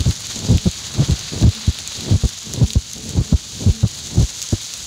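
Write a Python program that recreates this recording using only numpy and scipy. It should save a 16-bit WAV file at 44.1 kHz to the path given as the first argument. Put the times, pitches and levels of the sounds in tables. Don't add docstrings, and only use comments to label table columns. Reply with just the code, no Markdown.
import sys
import numpy as np
from scipy import signal
from scipy.fft import rfft, irfft, next_fast_len
from scipy.io import wavfile
from scipy.ndimage import uniform_filter1d, minimum_filter1d, map_coordinates

SR = 44100
rng = np.random.default_rng(int(sys.argv[2]) if len(sys.argv) > 2 else 0)


def wav_record(signal):
    frames = np.transpose(np.atleast_2d(signal))
    bounded = np.clip(frames, -1, 1)
    quanta = np.round(bounded * 32767).astype(np.int16)
    wavfile.write(sys.argv[1], SR, quanta)


N = 214546


def amp(db):
    return 10 ** (np.asarray(db) / 20)


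def unit(x):
    return x / np.sqrt(np.mean(x ** 2) + 1e-20)


def clock():
    return np.arange(N) / SR


def wobble(rate):
    knots = rng.standard_normal(int(N * rate / SR) + 4)
    return map_coordinates(knots, [clock() * rate])


def gate(start, end, fade):
    t = clock()
    outside = np.minimum(t - start, 0) - np.maximum(t - end, 0)
    return np.exp(outside / fade)


def filtered(x, response):
    size = next_fast_len(N + SR // 2)
    hz = np.fft.rfftfreq(size, 1 / SR)
    return irfft(rfft(x, size) * response(hz), size)[:N]


def coloured(x, points):
    size = 8192
    hz, db = np.transpose(points)
    gain = amp(np.interp(np.log(np.fft.rfftfreq(size, 1 / SR) + 1), np.log(hz), db))
    cepstrum = irfft(np.log(gain))[:size // 2]
    cepstrum[1:] *= 2
    impulse_response = irfft(np.exp(rfft(cepstrum, size)))
    return signal.fftconvolve(x, impulse_response)[:len(x)]


def noise(points):
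    return unit(coloured(rng.standard_normal(N), points))


def bursts(rate, spread_db, range_db):
    size_db = np.minimum(spread_db * rng.exponential(size=N), range_db)
    happens = rng.random(N) < rate / SR
    return unit(happens * rng.choice([-1, 1], N) * amp(size_db))


def add(track, s, sound):
    start = int(np.clip(round(s * SR), 0, N - 1))
    track[start:start + len(sound)] += sound[:N - start]


# freq_hz, relative level_db
BREEZE = [(15, -36), (35, -29), (60, -1), (85, -1), (140, -2.5), (220, -10), (400, -18), (1000, -29),
          (3000, -74)]


def breeze(level_db=-41.5, swing_db=5.0):
    return amp(level_db + swing_db * wobble(rate=5.84)) * noise(BREEZE)


# start_s, length_s, level_db, relative air speed,
# draught_s (time it leads the puff), draught strength (0-1 of the puff)
PUFFS = [(0.0, 0.019, -14, 0.91, 0, 0), (0.06, 0.047, -11.5, 1.01, 0.065, 0.08),
         (0.502, 0.069, -10, 0.93, .14, 0.39), (0.659, 0.0203, -9, 1.05, 0, 0.13),
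         (.992, 0.038, -11, 1.35, 0.041, 0.27), (1.089, 0.047, -12, 0.86, 0, 0),
         (1.429, 0.061, -6.5, 1, .105, 0.22), (1.679, 0.0143, -8, 0.91, 0, 0.01),
         (2.114, 0.046, -9.5, 1.04, .155, 0.27), (2.237, 0.017, -10, .99, 0, 0.05),
         (2.614, 0.031, -8, 1.08, .145, .24), (2.757, 0.016, -5.5, 0.91, 0, 0),
         (3.173, .04, -11.5, 1.05, .21, .33), (3.326, 0.02, -5.5, 0.96, 0, 0.1),
         (3.665, 0.04, -8, 0.89, .065, 0.24), (3.832, 0.021, -4.5, 1.02, 0, 0.01),
         (4.175, .062, -9, 0.87, 0.071, 0.13), (4.526, 0.0114, -9.5, 1.15, 0, 0)]
# pitch_hz, width_hz, relative level_db
HOLLOW = [(219, 5.2, 0.5), (434.6, 6.5, -13)]


def hollow_tone(level_db=-39, fade_s=0.02, longest_pair_s=0.3):
    blowing = np.zeros(N)
    for (s, _, _, _, draught_s, strength), (next_s, *_) in zip(PUFFS, PUFFS[1:]):
        if strength > 0 and next_s - s < longest_pair_s:
            blowing += amp(level_db) * gate(s - draught_s, next_s, fade_s)

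    def resonances(f):
        return sum(amp(db) * (1j * f * width / (hz * hz - f * f + 1j * f * width))
                   for hz, width, db in HOLLOW)

    return blowing * unit(filtered(rng.standard_normal(N), resonances))


# freq_hz, relative level_db
RUMBLE = [(15, -17), (35, -33), (60, -10), (90, -3.5), (140, -3), (220, -8.5), (400, -15.5), (1000, -30.5),
          (3000, -84)]


def draughts(swell_db_per_s=53, surge_db=4.5, surge_s=0.067, fade_s=0.009, flutter_db=2):
    flow = np.zeros(N)
    for s, _, db, _, draught_s, strength in PUFFS[:-1]:
        ahead = np.maximum(s - clock(), 0)
        swell_db = -swell_db_per_s * ahead - surge_db * np.minimum(ahead / surge_s, 1)
        flow += strength * amp(db + swell_db) * gate(s - draught_s, s, fade_s)
    eddies = unit(coloured(bursts(rate=220, spread_db=6.5, range_db=8.5), RUMBLE))
    flutter = amp(flutter_db * wobble(rate=40))
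    return flow * unit((eddies + 0.5 * noise(RUMBLE)) * flutter)


# freq_hz, relative level_db
EDDIES = [(12, -20.5), (30, -20), (55, -1), (85, 2), (125, -1), (200, -10.5), (300, -20.5), (500, -27),
          (800, -39.5), (1400, -47.5), (4000, -91)]


def puffs(rise_share=0.07, fall_s=0.0072, lead_s=0.03, slowing_octaves_per_s=16, evenness=0.52, vent_hz=43):
    out, t = np.zeros(N), np.arange(SR // 5) / SR - lead_s
    vent = signal.butter(2, vent_hz, "high", fs=SR, output="sos")
    for s, length, db, speed, _, _ in PUFFS:
        flow = np.exp(np.minimum(t, 0) / (rise_share * length) - np.maximum(t - length, 0) / fall_s)
        slowing = 2 ** (slowing_octaves_per_s * (length / 2 - np.maximum(t, 0)))
        eddies = signal.hilbert(coloured(rng.standard_normal(SR // 2), EDDIES))
        eddies = eddies.real / uniform_filter1d(np.abs(eddies), size=700) ** evenness
        position = SR // 10 + np.cumsum(speed * slowing)
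        passing = map_coordinates(eddies, [position], order=1)
        push = signal.sosfilt(vent, flow * passing)
        body = push[(t > 0) & (t < length)]
        push *= amp(db) / np.sqrt(np.mean(body ** 2))
        before_start = max(0, round((lead_s - s) * SR))
        add(out, s - lead_s, push[before_start:])
    return out


# freq_hz, relative level_db
TICKS = [(800, -26), (3000, 0), (6500, 1), (10500, 4.5), (12500, -15), (15000, -2)]


def ticks(level_db=-50, clump_db=3):
    flurries = amp(clump_db * wobble(rate=7.86)) * bursts(rate=57, spread_db=2.0, range_db=10)
    return amp(level_db) * unit(coloured(flurries, TICKS))


def random_twigs(count=20, level_db=-14.5, spread_db=1.2, thick_hz=3960, thin_hz=6560):
    return [(rng.uniform(0, N / SR), rng.normal(level_db, spread_db),
             rng.choice([thick_hz, thin_hz]) * rng.lognormal(0, 0.039)) for _ in range(count)]


# start_s, relative level_db, pitch_hz
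SNAPS = [(0.0064, -7, 3950), (0.2689, -10, 6600), (0.391, -12, 6560), (0.5734, -9.5, 6240),
         (0.5821, -10, 3400), (0.7138, -12.5, 6440), (1.7882, -9.5, 3640), (1.8758, -7, 6900),
         (2.0087, -11, 4160), (2.2912, -11, 6300), (2.4309, -15.5, 6750), (2.5371, -5, 6600),
         (2.7049, -8.5, 3870), (2.7334, -7, 6570), (2.934, -9.5, 6330), (2.9821, -15.5, 6570),
         (3.0926, -11.5, 6860), (4.4179, -7.5, 6330), (4.4268, -7, 6740), (4.7382, -9, 6440)]
# freq_hz, gain_db
SNAP_COLOUR = [(400, -8), (1400, -12.5), (2600, 1.5), (6500, 2.0), (8500, 0.5), (11000, -2.5), (15000, -8)]


def snaps(ring_t60_s=0.0032, crack_t60_s=0.0026, crack=0.5, scatter_db=-22, scatter_t60_s=0.1):
    out, t = np.zeros(N), np.arange(SR // 20) / SR
    for s, db, hz in list(SNAPS) + random_twigs():
        ring = np.sin(2 * np.pi * hz * t) * amp(-60 * t / ring_t60_s)
        split = crack * rng.choice([-1, 1], len(t)) * amp(-60 * t / crack_t60_s)
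        snap = coloured(ring + split, SNAP_COLOUR)
        scatter = unit(coloured(rng.standard_normal(len(t)), SIZZLE))
        scatter *= amp(scatter_db - 60 * t / scatter_t60_s)
        add(out, s, amp(db - 1.0) * (snap + scatter))
    return out


# freq_hz, relative level_db
SIZZLE = [(1180, -39.5), (2000, -13), (2560, -8), (3840, 1), (4480, 0), (5360, -3.5), (6640, 1.5),
          (7110, -1), (8510, -13.5), (10200, -16), (12100, -25), (14700, -23), (15500, -31)]


def sizzle(stalks, hiss_db, crackle_db, clump_db):
    hiss = amp(hiss_db) * rng.standard_normal(N)
    clumps = amp(crackle_db + clump_db * wobble(rate=30))
    crackle = clumps * bursts(rate=1800, spread_db=5, range_db=19.0)
    return unit(coloured(coloured(hiss + crackle, SIZZLE), stalks))


# freq_hz, relative level_db
FLAMES = [(200, -3.5), (500, -2), (900, -0.5), (1500, 1.5), (2200, -1.5), (4000, -12.5), (9000, -33)]


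def flame_rush():
    puffing = unit(coloured(bursts(rate=600, spread_db=11.0, range_db=22.0), FLAMES))
    return unit(noise(FLAMES) + 0.81 * puffing)


# start_s, thick_stalks_db, thin_stalks_db, flame_rush_db
BLAZE = [(0.0, -36.5, -34.5, -45), (0.34, -32.5, -32, -45), (0.68, -33.5, -35, -47.5),
         (0.87, -33, -33.5, -42), (1.14, -33.5, -34.5, -43.5), (1.66, -34.5, -36.5, -46),
         (2.06, -34, -34, -45), (2.25, -35, -35, -47), (2.9, -38, -37, -51.5), (3.22, -38, -37, -48.5),
         (3.52, -35.5, -33, -49.5), (3.84, -37, -35.5, -50), (4.43, -35, -32, -47), (4.86, -35.5, -34, -49)]
# freq_hz, gain_db
THICK = [(1500, -2), (4700, -0.5), (6100, -11), (12000, -19)]
# freq_hz, gain_db
THIN = [(1500, -11), (4300, -11), (5700, -1), (12000, 0)]


def fire():
    s, *levels = np.transpose(BLAZE)
    flare_db = 0.34 * wobble(rate=6.8) + 1.2 * wobble(rate=55)
    thick_db, thin_db, flame_db = (np.interp(clock(), s, db) + flare_db for db in levels)
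    thick = amp(thick_db + 1.0) * sizzle(THICK, hiss_db=0.0, crackle_db=-4.5, clump_db=1.5)
    thin = amp(thin_db + 1.0) * sizzle(THIN, hiss_db=-0.5, crackle_db=-3, clump_db=2.5)
    return thick + thin + amp(flame_db + 2.5) * flame_rush()


def scene():
    air = breeze() + hollow_tone() + draughts() + puffs()
    return (air + ticks() + snaps() + fire())[None]


def record(dry, ceiling=0.82, clip_level=0.73, top_hz=15750):
    needed = np.minimum(1, ceiling / (np.abs(dry[0]) + 1e-9))
    gain = uniform_filter1d(minimum_filter1d(needed, size=600), size=400)
    held = dry[0] * gain
    rounded = held / (2.0 + np.abs(held / clip_level) ** 10) ** (1 / 10)
    return filtered(rounded, lambda hz: hz < top_hz)[None]


dry = scene()
out = record(dry)
wav_record(out)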